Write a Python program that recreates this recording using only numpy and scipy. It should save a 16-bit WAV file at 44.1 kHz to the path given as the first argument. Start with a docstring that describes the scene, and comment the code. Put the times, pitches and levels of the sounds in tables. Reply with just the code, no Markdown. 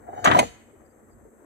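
"""Steel blade of a rusty railway switch, thrown once; heard from the ballast beside the rail.
It drags, breaks loose with a clack, judders and squeaks over its slide plates, slams home.
Each blow drives modes of blade, sleeper and rail; rust grains catch, slip and crack.
The linkage knocks softly before and after. Stones and bank scatter the sound.
Background: faint outdoor air, thin hiss, low rumble, a far drone and far chirps."""
import sys
import numpy as np
from scipy import signal
from scipy.fft import rfft, irfft
from scipy.io import wavfile
from scipy.ndimage import uniform_filter1d

SR = 44100
rng = np.random.default_rng(int(sys.argv[2]) if len(sys.argv) > 2 else 0)


def persist_wave(psi):
    """Save psi, clipped to +-1, as 16-bit WAV."""
    counts = np.round(np.clip(psi, -1, 1) * 32767).astype(np.int16)
    wavfile.write(sys.argv[1], SR, np.atleast_2d(counts).T)


N = 63945

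RELEASE_S, SLAM_S = 0.2432, 0.3885
LEFT_LAG_S, COHERENCE = 0.0004953, 0.66
LAGS_S = np.array([[LEFT_LAG_S], [0]])

# Blade blows: t/s, thud level/dB, body level/dB, clang level/dB, L-R/dB (all relative)
BLOWS = [(0.2425, -41, -28, -24.5, 1.5), (0.2505, -46.5, -26, -25.5, 8), (0.2566, -35.5, -24.5, -10.5, -2),
         (0.264, -49, -32, -21, -4.5), (0.272, -18, -18.5, -12, 1), (0.276, -28, -19.5, -17.5, 3),
         (0.281, -37, -32.5, -22, -0.5), (0.289, -35.5, -22.5, -23, -1), (0.301, -20, -21.5, -21.5, 0),
         (0.313, -29.5, -28.5, -12.5, 6.5), (0.32, -22, -26, -19.5, 2.5), (0.332, -29, -27.5, -23, 4.5),
         (0.346, -22, -24, -22, -2), (0.3628, -30.5, -22.5, -29.5, -6), (0.3683, -31, -22.5, -24.5, 6),
         (0.3838, -24, -13, -36, -1.5), (0.3903, -33, -19, -25, -4.5), (0.3971, -23.5, -25, -35.5, -3),
         (0.407, -29.5, -24, -37, -4), (0.426, -35, -25, -35.5, -2), (0.438, -39, -37, -56, 0),
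         (0.452, -40.5, -58, -55, 11)]
# Spectra of a blow's unpitched parts: f/Hz, relative level/dB
THUD_SPECTRUM = [(20, -47), (55, -25), (100, -8), (150, -3), (190, -9), (260, 1.5), (340, -10),
                 (600, -33.5), (2000, -79)]
BODY_SPECTRUM = [(100, -36.5), (250, -10), (380, -5.5), (540, -1.5), (700, 5.5), (790, -1.5), (1000, -7.5),
                 (1500, -35.5), (4000, -57)]
CLANG_SPECTRUM = [(300, -31), (800, -0.5), (1300, 4.5), (1850, 0), (2500, -11.5), (3200, -8), (4200, -25.5),
                  (5200, -35), (9000, -35.5), (16000, -70.5)]
# Modes of blade with sleeper, and of the rail: f/Hz, relative level/dB, t60/s
BLADE_MODES = [(107, -12.5, 0.1), (191.5, -5.5, 0.18), (259, -4.5, .13), (400, -4.5, 0.087),
               (468, -19.5, 0.31), (717, -2.5, 0.053), (790, -3, 0.059)]
RAIL_MODES = [(645, -11, .12), (679, -12.5, 0.14), (724, -17.5, .16), (786, -6, 0.064), (1158, -11, 0.069),
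              (1207, -11, 0.083), (1273, -13, .07), (1330, -8, 0.18), (1505, -16, .07), (1645, -14, 0.044),
              (1735, -7, 0.064), (1820, -15.5, 0.078), (1938, -15, 0.14), (2195, -19, 0.062),
              (3110, -14.5, .06)]
# Heel landings: t/s, level/dB, f/Hz
HEEL_KNOCKS = [(0.2505, -11, 726), (0.2735, -18.5, 666), (0.3625, -11, 691), (0.3968, -15, 684.3),
               (0.4255, -23, 688)]
# Bright steel modes at release, at the slam, and lingering after it: f/Hz, level/dB, t60/s
RELEASE_MODES = [(4074, -36.5, .06), (6036, -32, .075), (6660, -23, 0.046), (7960, -34, 0.036),
                 (9000, -36, .05), (10640, -43.5, 0.048), (12130, -45, .05), (14800, -40, .04)]
SLAM_MODES = [(980, -14.5, .085), (2042, -22.5, 0.11), (2203, -21.5, 0.044), (2480, -21, .06),
              (3034, -23.5, 0.051), (3680, -37.5, 0.056), (4400, -31.5, 0.043), (6490, -25, 0.0285),
              (7304, -27, 0.026), (8250, -37, .03), (10430, -28, 0.015), (12850, -39.5, .03)]
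LINGERING_MODES = [(3030, -59.5, .35), (4414, -46.5, .33), (5012, -46, .16), (6100, -54, 0.27),
                   (7270, -49, .29), (7750, -63, .27), (8140, -60, 0.3)]
# Rust crushed between steel faces: t/s, level/dB, hold/s
CRACKS = [(0.2415, -27.5, 0.004), (0.2596, -39, 0.003), (0.388, -20, 0.0034)]
# Stick-slip squeaks: t/s, length/s, f/Hz, level/dB
SQUEAKS = [(0.3455, 0.018, 980, -7.5)]
# Spectra of rust cracking, blade grinding, rust scraping: f/Hz, relative level/dB
CRACK_SPECTRUM = [(800, -13), (2500, 2), (4300, -2), (5500, -15.5), (6450, 1.5), (7000, -5.5), (8500, -8),
                  (10400, -12.5), (11200, -19.5), (15500, -24)]
GRIND_SPECTRUM = [(40, -30.5), (105, -3), (160, -14), (350, -13), (580, -8.5), (720, 5), (830, -4.5),
                  (1050, -24.5), (1300, -17), (1650, -17.5), (2300, -29.5), (2800, -57.5), (6600, -59),
                  (14000, -45.5)]
SCRAPE_SPECTRUM = [(1000, -13.5), (2500, 8), (4200, -2), (5200, -7.5), (6400, -2), (7800, -4.5),
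                   (11000, -14), (13300, -9.5), (15500, -30.5)]
# Steel resonances fed by rubbing: f/Hz, half-width/Hz, relative level/dB
SING_PEAKS = [(2970, 29, 3.5), (3070, 100, -3.5), (3780, 60, -4), (4310, 30, -3), (4960, 61, -9),
              (6060, 230, -9), (6720, 36, 6.5)]
# Friction envelopes: t/s, level/dB
GRIND_ENVELOPE = [(0, -57), (0.04, -51.5), (0.07, -48.5), (0.11, -44.5), (0.16, -38), (0.19, -37.5),
                  (0.24, -34), (0.27, -62)]
SCRAPE_ENVELOPE = [(0.238, -74.5), (0.25, -32), (0.275, -38.5), (0.295, -46.5), (0.32, -47.5), (0.34, -38),
                   (0.385, -35.5), (0.41, -44.5), (0.43, -44.5), (0.5, -57.5)]
SING_ENVELOPE = [(0, -87), (0.12, -74), (0.18, -59), (0.235, -57.5), (0.26, -39), (0.34, -54), (0.41, -48),
                 (0.48, -50), (0.6, -93), (0.8, -104), (1.0, -120)]
# Linkage knocks: t/s, level/dB, f/Hz
ROD_KNOCKS = [(0.080, -43, 805), (0.088, -33.5, 750), (0.131, -36, 740), (0.162, -38.5, 775),
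              (0.177, -36.5, 820), (0.732, -51, 428), (1.25, -47, 499), (1.272, -52.5, 402.4)]
# Linkage knock spectrum: multiple of pitch, relative level/dB
ROD_SPECTRUM = [(.15, -33.5), (.45, -4.5), (.75, -3), (1, 9.5), (1.3, -16), (1.7, -17.5), (2.2, -18.5),
                (3.2, -45.5), (5.5, -63.5)]
# Decay curve of scatter from ballast and bank: f/Hz, t60/s
SCATTER_T60_S = [(80, 1.1), (300, -0.02), (800, 0.6), (2000, 0.93), (4000, 0.5458), (6500, 0.52),
                 (14000, 0.42)]
# Scatter gain: f/Hz, level/dB
SCATTER_SPECTRUM = [(80, -25.5), (300, -10), (800, -34), (2000, -25.5), (4000, -19), (6500, -15.5),
                    (14000, -18.5)]
# Background spectra: f/Hz, relative level/dB
AIR_SPECTRUM = [(20, -4.5), (58, 2), (110, -8), (165, -10), (220, -8), (300, 2.5), (520, 0), (900, -13.5),
                (1900, -19.5), (2800, -41.5), (5500, -47.5), (16000, -56)]
HISS_SPECTRUM = [(2500, -40), (5600, -32), (6400, -2.5), (6900, -19.5), (7600, 3), (8700, -9), (10200, -13),
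                 (10900, -29.5), (12000, -14), (13000, -18), (14400, -33), (15200, -47)]
RUMBLE_SPECTRUM = [(15, -21), (35, -0.5), (58, -4), (100, -6), (170, -17.5), (400, -49.5), (2000, -77)]
# Air balance: f/Hz, L-R/dB
AIR_BALANCE_DB = [(60, 12), (200, -2.5), (380, -0.5), (700, 13), (2400, 18), (4400, 7), (8000, -9.5),
                  (13000, 24)]
# Air likeness between channels: f/Hz, coherence
AIR_COHERENCE = [(60, 0.27), (290, 0.95), (640, 0.42), (1400, 0.059), (15000, 0.27)]
# Background envelopes: t/s, level/dB
AIR_ENVELOPE = [(0, -53.5), (.75, -56.5), (1.02, -56.5), (1.12, -55.5), (1.28, -57.5), (1.45, -52.5)]
RUMBLE_ENVELOPE = [(0, -54.5), (0.36, -66), (0.42, -39), (0.5, -53), (0.65, -62), (0.8, -59), (1.0, -64.5),
                   (1.15, -52), (1.24, -56.5), (1.35, -74.5)]
# Far chirps: t/s, length/s
CHIRPS = [(0.849, 0.031), (0.893, 0.035), (1.103, 0.045)]


def blade_blows():
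    """Unpitched part of each blow: sleeper thud, hollow body, steel clang."""
    out = np.zeros((2, N))
    for start_s, thud_db, body_db, clang_db, pan_db in BLOWS:
        thud = burst(THUD_SPECTRUM, rise_s=0.0019, hold_s=0.0084, t60_s=0.081, pan_db=2, steady=0.29)
        body = burst(BODY_SPECTRUM, rise_s=0.0036, hold_s=0.0062, t60_s=0.035, pan_db=4, steady=0.46)
        clang = burst(CLANG_SPECTRUM, rise_s=0.001, hold_s=0.0018, t60_s=0.059, pan_db=0.5, steady=0.4)
        blow = amp(thud_db - 5) * thud + amp(body_db - 1) * body + amp(clang_db - 1.5) * clang
        add(out, start_s, panned(blow, pan_db))
    return out


def blade_ring(rise_s=0.0012):
    """Damped blade and sleeper modes; thud drives the low ones, body the high ones."""
    t = np.maximum(np.arange(SR // 2) / SR - LAGS_S, 0)
    attack = np.minimum(t / rise_s, 1)
    out = np.zeros((2, N))
    for hz, db, t60_s in BLADE_MODES:
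        ring = attack * amp(db - 60 * t / t60_s) * np.sin(2 * np.pi * hz * t)
        for start_s, thud_db, body_db, _, pan_db in BLOWS:
            force_db = at_hz([(260, thud_db), (600, body_db)], hz)
            add(out, start_s, panned(amp(force_db) * ring, pan_db))
    return out


def rail_clank(rise_s=0.0008, spread_db=2):
    """Each blow adds energy to the rail's modes, differently at each contact point."""
    t = np.arange(N) / SR
    out = np.zeros((2, N))
    for hz, db, t60_s in RAIL_MODES:
        decay = (np.minimum(t / rise_s, 1) * amp(db - 60 * t / t60_s))[None, :SR // 2]
        energy = np.zeros((1, N))
        for start_s, _, body_db, clang_db, _ in BLOWS:
            force_db = (body_db if hz < 1000 else clang_db) + spread_db * rng.standard_normal()
            add(energy, start_s, (amp(force_db) * decay) ** 2)
        out += np.sqrt(energy) * stereo_mode(t, hz)
    return panned(out, pan_db=2.5)


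def heel_knocks():
    """The blade's heel lands: short, hollow, nearly pure knocks."""
    t = np.maximum(np.arange(SR // 4) / SR - LAGS_S, 0)
    shape = strike_envelope(t, rise_s=0.003, hold_s=0.0036, t60_s=0.033)
    out = np.zeros((2, N))
    for start_s, db, hz in HEEL_KNOCKS:
        add(out, start_s, amp(db) * shape * np.sin(2 * np.pi * hz * t))
    return panned(out, pan_db=4)


def steel_ring(start_s, modes, rise_s, hold_s):
    """Bright steel modes rung by one hard contact."""
    t = np.arange(SR * 3 // 4) / SR
    out = np.zeros((2, N))
    for hz, db, t60_s in modes:
        add(out, start_s, amp(db) * strike_envelope(t, rise_s, hold_s, t60_s) * stereo_mode(t, hz))
    return out


def clacks():
    """Release and slam: steel rings, crushed rust cracks."""
    out = steel_ring(RELEASE_S, RELEASE_MODES, rise_s=0.0048, hold_s=0.00073)
    out += steel_ring(SLAM_S, SLAM_MODES, rise_s=0.0023, hold_s=0.003)
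    out += steel_ring(SLAM_S, LINGERING_MODES, rise_s=0.004, hold_s=0.0052)
    for start_s, db, hold_s in CRACKS:
        crack = burst(CRACK_SPECTRUM, rise_s=0.0042, hold_s=hold_s, t60_s=0.051, pan_db=-2, steady=0.93)
        add(out, start_s, amp(db) * crack)
    return out


def squeaks(waver=0.0196):
    """Stick-slip: the blade grabs its plate and sings for a few cycles."""
    out = np.zeros((2, N))
    for start_s, length_s, hz, db in SQUEAKS:
        t = np.arange(0, length_s, 1 / SR)
        pitch_hz = hz * (1 + waver * drift(window_samples=150)[:len(t)])
        cycles = np.cumsum(pitch_hz) / SR - hz * LAGS_S
        add(out, start_s, amp(db) * np.sin(np.pi * t / length_s) * np.sin(2 * np.pi * cycles))
    return out


def friction(catches_per_s=190, slip_s=0.0063, smooth_force=0.6):
    """Rust grains catch and slip: dull grind, then bright scrape. The rubbed steel sings thinly."""
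    t = np.arange(N) / SR
    catches = (rng.random(N) < catches_per_s / SR) * rng.uniform(0.5, 1, N)
    slips = signal.lfilter([1], [1, -np.exp(-1 / (slip_s * SR))], catches)
    force = unit_rms(smooth_force + slips)
    grind = panned(stereo_noise(GRIND_SPECTRUM, force), pan_db=4) * envelope(GRIND_ENVELOPE)
    scrape = stereo_noise(SCRAPE_SPECTRUM, np.sqrt(force)) * envelope(SCRAPE_ENVELOPE)
    sing = resonant_noise(SING_PEAKS) * envelope(SING_ENVELOPE)
    grinding = t < GRIND_ENVELOPE[-1][0]
    scraping = (t > SCRAPE_ENVELOPE[0][0]) & (t < SCRAPE_ENVELOPE[-1][0])
    return grind * grinding + scrape * scraping + sing


def linkage():
    """Rods knock softly on taking the load, and again on settling."""
    out = np.zeros((2, N))
    for start_s, db, hz in ROD_KNOCKS:
        spectrum = [(hz * multiple, part_db) for multiple, part_db in ROD_SPECTRUM]
        knock = burst(spectrum, rise_s=0.0015, hold_s=0.0044, t60_s=0.096, pan_db=1, steady=0.13)
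        add(out, start_s, amp(db) * knock)
    return out


def scatter(x, build_s=0.005):
    """Diffuse tail from ballast and bank; each band has its own decay."""
    hz, t, noise = signal.stft(rng.standard_normal((2, SR)), SR, nperseg=256)
    fade = amp(-60 * t / at_hz(SCATTER_T60_S, hz)[:, None]) * np.minimum(t / build_s, 1)
    fade /= np.sqrt(np.mean(fade ** 2, 1, keepdims=True) * SR)
    gain = amp(at_hz(SCATTER_SPECTRUM, hz))[:, None]
    tail = signal.istft(noise * fade * gain, SR, nperseg=256)[1]
    return signal.fftconvolve(x, tail, axes=1)[:, :N]


def air(flutter_db=1.3, hiss_db=-69):
    """Low, fluttering murmur of outdoor air; thin steady hiss."""
    hz = np.fft.rfftfreq(N, 1 / SR)
    left, other = rfft(rng.standard_normal((2, N)))
    right = correlated(left, other, at_hz(AIR_COHERENCE, hz))
    tilt_db = at_hz(AIR_BALANCE_DB, hz) / 2
    pair = irfft([left * amp(tilt_db), right * amp(-tilt_db)], N)
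    flutter = amp(flutter_db * drift(window_samples=1500))
    murmur = unit_rms(colour(pair, AIR_SPECTRUM)) * envelope(AIR_ENVELOPE) * flutter
    return murmur + amp(hiss_db) * unit_rms(colour(pair, HISS_SPECTRUM))


def rumble():
    """Low noise; swells after the slam and again later."""
    return stereo_noise(RUMBLE_SPECTRUM) * envelope(RUMBLE_ENVELOPE)


def drone(db=-62, hz=225, half_width_hz=17):
    """Faint, distant narrow-band drone."""
    return amp(db) * panned(resonant_noise([(hz, half_width_hz, 0)]), pan_db=-5)


def chirps(db=-77, hz=4800, half_width_hz=130):
    """Thin, far chirps: brief swells of narrow-band noise."""
    t = np.arange(N) / SR
    swells = sum(np.sin(np.pi * np.clip((t - start_s) / length_s, 0, 1)) for start_s, length_s in CHIRPS)
    return amp(db) * swells * resonant_noise([(hz, half_width_hz, 0)])


def burst(spectrum, rise_s, hold_s, t60_s, pan_db, steady):
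    """Dense damped modes from one contact, as noise; steady (0-1) flattens their beating."""
    t = np.arange(8192) / SR
    shape = strike_envelope(t, rise_s, hold_s, t60_s)
    modes = signal.hilbert(stereo_noise(spectrum, size=len(t)))
    beats = np.sqrt(uniform_filter1d(unit_rms(abs(modes)) ** 2, size=45) + 1e-3)
    ring = modes.real / beats ** steady * shape
    return panned(unit_rms(ring) * np.sqrt(np.mean(shape ** 2)), pan_db)


def stereo_mode(t, hz, offset_rad=1):
    """One mode in stereo: left late; a phase offset of random sign between channels widens it."""
    phase = 2 * np.pi * rng.random() + offset_rad * rng.choice([-1, 1]) * np.array([[1], [0]])
    return np.sin(2 * np.pi * hz * (t - LAGS_S) + phase)


def stereo_noise(spectrum, drive=1, size=N):
    """Noise modulated by drive, then coloured; rms 1."""
    return unit_rms(spaced(colour(drive * rng.standard_normal((2, size)), spectrum)))


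def resonant_noise(peaks):
    """Noise in narrow resonances; rms 1."""
    f = np.fft.rfftfreq(N, 1 / SR)
    gain = sum(amp(db) / (1 + ((f - hz) / half_width_hz) ** 4) for hz, half_width_hz, db in peaks)
    return unit_rms(spaced(irfft(rfft(rng.standard_normal((2, N))) * gain, N)))


def spaced(pair):
    """Makes two independent signals partly coherent, left late."""
    left, other = rfft(pair)
    size = pair.shape[1]
    delay = np.exp(-2j * np.pi * np.fft.rfftfreq(size, 1 / SR) * LEFT_LAG_S)
    return irfft([left * delay, correlated(left, other, COHERENCE)], size)


def correlated(x, other, coherence):
    """Equal-power blend with the given coherence to x."""
    return coherence * x + np.sqrt(1 - coherence ** 2) * other


def drift(window_samples):
    """Smoothed noise; rms 1."""
    return unit_rms(uniform_filter1d(rng.standard_normal(N), size=window_samples))


def strike_envelope(t, rise_s, hold_s, t60_s):
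    """Linear rise, hold, exponential decay."""
    return np.minimum(t / rise_s, 1) * amp(-60 * np.maximum(t - rise_s - hold_s, 0) / t60_s)


def envelope(points):
    """Gain over the scene from t/s, level/dB points."""
    return amp(np.interp(np.arange(N) / SR, *np.transpose(points)))


def colour(x, spectrum):
    """Filters by f/Hz, level/dB points."""
    size = x.shape[-1]
    return irfft(rfft(x) * amp(at_hz(spectrum, np.fft.rfftfreq(size, 1 / SR))), size)


def at_hz(points, hz):
    """Table lookup on a log-frequency axis."""
    f, value = np.transpose(points)
    return np.interp(np.log(hz + 1), np.log(f + 1), value)


def add(mix, start_s, sound):
    """Mixes a sound in at start_s."""
    part = mix[:, round(start_s * SR):][:, :sound.shape[1]]
    part += sound[:, :part.shape[1]]


def panned(x, pan_db):
    """Tilts a pair left by pan_db."""
    return x * amp([[pan_db / 2], [-pan_db / 2]])


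def unit_rms(x):
    """Scales to rms 1."""
    return x / np.sqrt(np.mean(x ** 2) + 1e-20)


def amp(db):
    """dB to gain."""
    return 10 ** (np.asarray(db) / 20)


def scene():
    """Switch, scatter, background."""
    struck = blade_blows() + blade_ring() + rail_clank() + heel_knocks()
    switch = struck + clacks() + squeaks() + friction() + linkage()
    return switch + scatter(switch) + air() + rumble() + drone() + chirps()


def record(dry):
    """Low cut, soft clip, band limit."""
    low_cut_hz, ceiling, high_cut_hz = 64, 0.6, 15900
    trimmed = signal.lfilter(*signal.butter(2, low_cut_hz, "high", fs=SR), dry)
    rounded = trimmed / (1 + (trimmed / ceiling) ** 4) ** (1 / 4)
    lowpass = signal.firwin(511, high_cut_hz, window=("kaiser", 9), fs=SR)
    return signal.oaconvolve(rounded, lowpass[None], "same")


dry = scene()
out = record(dry)
persist_wave(out)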